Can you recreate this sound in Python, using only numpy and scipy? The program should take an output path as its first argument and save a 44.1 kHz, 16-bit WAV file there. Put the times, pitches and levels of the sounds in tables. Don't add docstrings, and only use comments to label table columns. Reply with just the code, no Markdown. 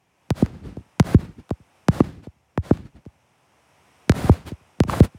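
import sys
import numpy as np
from scipy import signal
from scipy.fft import rfft, irfft
from scipy.io import wavfile
from scipy.ndimage import uniform_filter1d

SR = 44100
rng = np.random.default_rng(int(sys.argv[2]) if len(sys.argv) > 2 else 0)


def master_out(mix):
    frames = np.transpose(np.atleast_2d(mix))
    ceiling = np.clip(frames, -1, 1)
    pcm = np.round(ceiling * 32767).astype(np.int16)
    wavfile.write(sys.argv[1], SR, pcm)


N = 228725
TIME = np.arange(N) / SR
HZ = np.fft.rfftfreq(2 * N, 1 / SR) + 1e-6

# (frequency [Hz], level [dB])
AIR_TONE = [(35, -31), (70, -1), (130, -1), (250, -10), (450, -13), (900, -9), (1400, -21), (2400, -16),
            (4400, -31), (5600, -25), (16000, -39)]
# (frequency [Hz], level [dB])
BACKGROUND_TONE = [(35, -31), (85, 0), (200, -4.5), (400, -5), (750, -1), (1000, -3), (1700, -9.5),
                   (2600, -8.5), (4400, -22), (5500, -15.5), (7200, -22), (8600, -18.5), (12000, -27.5),
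                   (16000, -35.5)]
# (time [s], level [dB])
BACKGROUND_SWELL = [(0, -78), (.25, -65.5), (.92, -62), (1.65, -63.5), (1.8, -60.5), (2.4, -74.5),
                    (2.55, -70), (3.16, -67.5), (3.5, -63.5), (3.85, -59), (4.05, -57.5), (4.73, -60.5),
                    (5.19, -60)]

# (frequency [Hz], level [dB])
GRIP_TONE = [(29, -34.5), (50, 1.5), (91, 3), (198, 0), (418, -10.5), (586, -17.5), (729, -21),
             (822, -23.5), (1300, -24.5), (4670, -34.5), (5810, -39), (10100, -42.5), (16000, -52.5)]
# (start [s], swell [s], time to fade by 20 dB [s], hiss [dB], scrape [dB], rumble [dB])
REGRIPS = [(0.428, 0.015, 0.16, -52.5, -43, -33), (0.51, 0.037, 0.23, -62, -53, -38),
           (0.615, 0.05, 0.17, -56, -48.5, -32.5), (1.165, 0.046, 0.13, -51, -44.5, -31),
           (1.225, 0.034, 0.01, -56, -48, -39), (1.361, 0.042, 0.02, -59.5, -53.5, -38.5),
           (2.02, 0.024, 0.18, -50, -43, -28.5), (2.215, 0.033, .04, -56.5, -51, -46),
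           (2.718, 0.017, 0.154, -52, -45.5, -32), (2.835, 0.033, 0.03, -61, -54.5, -43),
           (2.94, 0.028, 0.04, -65, -57, -42.5), (4.303, 0.021, 0.1338, -44, -37.5, -33.5),
           (4.445, 0.039, 0.05, -43, -38.5, -34.5), (5.014, 0.035, 0.0244, -37, -30, -26.5)]
# (frequency [Hz], level [dB])
GLASS_TONE = [(29, -9.5), (50, -3), (128, 5), (439, -5.5), (678, -8), (905, -14), (1470, -16), (2810, -24),
              (4240, -25), (5670, -29.5), (10100, -31), (12600, -39.5), (14900, -34.5), (16000, -48.5)]
# (start [s], hiss [dB], scrape [dB], rumble [dB])
SWIPES = [(0.335, -46, -40.5, -37.5), (1.024, -44, -36, -30), (1.893, -45.5, -38, -33),
          (2.612, -51, -45, -45), (4.12, -42, -34, -29.5), (4.86, -40.5, -33, -31.5)]
# (time [s], length [s], pitch [Hz], level [dB])
SQUEAKS = [(1.1435, 0.0057, 1150, -25), (2.0035, 0.0058, 1079, -20), (2.709, 0.0035, 1048, -29),
           (4.295, 0.0051, 800, -17.5), (4.8962, 0.0035, 890, -12.5), (4.9285, 0.017, 902, -19)]

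BASS_LAG_HZ = [99, 103, 554, 756, 1337, 2300, 4300, 8000]
# (frequency [Hz], level [dB])
CASING_TONE = [(300, -0.5), (1000, 2.5), (2000, -0.5), (3200, -2.5), (5000, -1.5), (7500, -2), (9000, -7.5),
               (11000, -3), (13000, -14), (15500, -11)]
# (time [s], tick [dB])
NAIL_TICKS = [(0.4612, 16.5), (1.0265, 10), (1.493, 8.5), (1.5056, 18), (2.0208, 7), (2.5766, 16.5),
              (2.7731, 9), (3.053, -1), (4.1199, 25), (4.836, 23.5), (4.8973, 20)]
# (time [s], push [dB], contact corner [Hz])
SETTLES = [(0.769, 23, 520), (1.508, 33, 800), (2.269, 19.5, 520), (3.061, 17.5, 420), (4.517, 26, 383),
           (5.144, 14, 260)]
# (time [s], push [dB])
PRESSES = [(4.2392, 35.5), (4.846, 26.5), (4.881, 31.5)]
# (time [s], push [dB], contact corner [Hz], tick [dB], ring [Hz], ring boost [dB])
TAPS = [(0.3044, 33, 1130, 32.5, 137, 7.5), (0.998, 36, 1360, 40.5, 168, 12),
        (1.884, 36, 1660, 36.5, 170.6, 10), (2.5753, 33, 1720, 11, 87.4, 6),
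        (4.095, 44, 335, 40.5, 1090, 15), (4.8026, 41.5, 300, 34.5, 1030, 18.5)]
# (time [s], push [dB], contact corner [Hz], tick [dB], ring [Hz], ring boost [dB])
LIFTS = [(0.423, 37.5, 550, 17.5, 227, 8), (1.144, 48, 340, 13.5, 580, -10),
         (2.003, 34.5, 1210, 19.5, 285, 13.5), (2.7091, 39, 760, 13.5, 293, 7.5),
         (4.2941, 44.5, 620, 18.5, 82, 6), (5.003, 48, 168, 27.5, 530, 16.5)]

NAIL_HZ, FLESH_HZ = 656, 225


def amp(db):
    return 10 ** (np.asarray(db) / 20)


def unit_rms(x):
    return x / np.sqrt(np.mean(x ** 2) + 1e-20)


def ramp(start, length):
    return np.sin(np.pi / 2 * np.clip((TIME - start) / length, 0, 1)) ** 2


def delay(seconds):
    return np.exp(-2j * np.pi * HZ * seconds)


def eq_curve(points):
    hz, db = np.transpose(points)
    return amp(np.interp(np.log(HZ), np.log(hz), db))


def lowpass(corner_hz):
    u = 1j * HZ / corner_hz
    return 1 / (u * u + np.sqrt(2) * u + 1)


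def filtered(x, response):
    return irfft(rfft(x, 2 * N) * response)[:N]


def air(still_db=-67.5):
    still = unit_rms(filtered(rng.standard_normal(N), eq_curve(AIR_TONE)))
    hiss = unit_rms(filtered(rng.standard_normal(N), eq_curve(BACKGROUND_TONE)))
    swelling_hiss = amp(np.interp(TIME, *np.transpose(BACKGROUND_SWELL))) * hiss
    return amp(still_db) * still + swelling_hiss


def bass_lag():
    return np.exp(2j * sum(np.angle(lowpass(hz)) for hz in BASS_LAG_HZ))


def skin_grains(per_s, spread_db):
    size = amp(spread_db * np.minimum(rng.exponential(1, N), 4))
    return unit_rms(rng.standard_normal(N) * size * (rng.random(N) < per_s / SR))


def friction(gains, tone, slips_per_s, judders_per_s, spread_db, firm_db):
    slips = skin_grains(slips_per_s, spread_db)
    judders = skin_grains(judders_per_s, spread_db)
    below_scrape, below_hiss, below_fizz = (1 / (1 + (HZ / hz) ** 6) for hz in (450, 2000, 8500))
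    path = eq_curve(tone) * bass_lag()
    hiss = unit_rms(filtered(slips, path * (1 - below_hiss)))
    scrape = unit_rms(filtered(slips, path * (below_hiss - below_scrape)))
    rumble = unit_rms(filtered(judders, path * below_scrape))
    brightness = (gains[0] / amp(firm_db)) ** 0.47
    hiss += (brightness - 1) * filtered(hiss, 1 - below_fizz)
    return (gains * [hiss, scrape, rumble]).sum(0)


def regrips(rumble_lead_s=0.012, rumble_linger=1.3, rest_s=0.064):
    power = np.zeros((3, N))
    for start, swell, fade, *levels_db in REGRIPS:
        fall_db = -20 * np.maximum(TIME - start - swell, 0) / fade
        slide = ramp(start, swell) * amp(fall_db)
        shake = ramp(start - rumble_lead_s, swell) * amp(fall_db / rumble_linger)
        moving = 1 - ramp(start + swell + 0.8 * fade, rest_s)
        power += (amp(levels_db)[:, None] * [slide, slide, shake] * moving) ** 2
    return amp(-2) * friction(np.sqrt(power), GRIP_TONE, slips_per_s=18000, judders_per_s=900,
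                              spread_db=1.5, firm_db=-51.5)


def swipes(rise_s=0.052, stop_s=0.01):
    gains = np.zeros((3, N))
    for (start, *levels_db), (lift, *_) in zip(SWIPES, LIFTS):
        gains += amp(levels_db)[:, None] * ramp(start, rise_s) * (1 - ramp(lift, stop_s))
    return amp(-0.35) * friction(gains, GLASS_TONE, slips_per_s=26000, judders_per_s=1400,
                                 spread_db=1.1, firm_db=-46)


def squeaks(roughness=0.48):
    out = np.zeros(N)
    for at, length, hz, db in SQUEAKS:
        progress = np.clip((TIME - at) / length, 0, 1)
        swell = np.sqrt(np.sin(np.pi * progress).clip(0))
        wobble = unit_rms(uniform_filter1d(rng.standard_normal(N), size=8))
        pitch_hz = hz * (1 + roughness * wobble)
        out += amp(db) * swell * np.sin(2 * np.pi * np.cumsum(pitch_hz) / SR)
    return out


def nail_crunch(share, fade_s):
    scatter = rng.standard_normal(N) * np.exp(-TIME / fade_s)
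    return 1 + share * rfft(scatter / np.linalg.norm(scatter), 2 * N) * HZ / (HZ + NAIL_HZ)


def phone_ring(hz, boost_db, damping=0.51):
    u = 1j * HZ / hz
    return 1 + (amp(boost_db) - 1) * damping * u / (u * u + damping * u + 1)


def touches(mass_hz=119.1, mic_cut_hz=71, rebound_s=0.09, brush_lead_s=0.019):
    s, force = 1j * HZ, 0
    tick = s / (s + NAIL_HZ) * eq_curve(CASING_TONE)
    flesh = lowpass(FLESH_HZ)
    for at, push_db, contact_hz, tick_db, ring_hz, boost_db in TAPS + LIFTS:
        push = amp(push_db) * lowpass(contact_hz) * phone_ring(ring_hz, boost_db)
        click = amp(tick_db) * tick * nail_crunch(share=0.35, fade_s=0.0032)
        force += (push + click) * delay(at)
    rebound = amp(-25.5) * flesh * delay(rebound_s)
    for at, push_db, contact_hz in SETTLES:
        force += amp(push_db) * (lowpass(contact_hz) + amp(-20) * tick + rebound) * delay(at)
    brushes = [(at - brush_lead_s, push_db - 34) for at, push_db, *_ in TAPS]
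    for at, push_db in PRESSES + brushes:
        force += amp(push_db) * flesh * delay(at)
    for at, tick_db in NAIL_TICKS:
        force += amp(tick_db) * tick * nail_crunch(share=0.7, fade_s=0.00098) * delay(at)
    inertia = 1 / (1 + s / mass_hz)
    bass_cut = signal.freqs(*signal.butter(4, mic_cut_hz, "high", analog=True), HZ)[1]
    return irfft(force * inertia * bass_lag() * bass_cut)[:N]


def scene():
    rubbing = swipes() + regrips()
    return (touches() + rubbing + squeaks() + air())[None]


def record(dry, low_cut_hz=32, ceiling=1.05, high_cut_hz=16500):
    dry = signal.sosfilt(signal.butter(2, low_cut_hz, "high", fs=SR, output="sos"), dry)
    rounded = dry / (1 + (dry / ceiling) ** 8) ** (1 / 8)
    high_cut = signal.firwin(301, high_cut_hz, window=("kaiser", 9), fs=SR)
    return signal.oaconvolve(rounded, high_cut[None], "same")


dry = scene()
out = record(dry)
master_out(out)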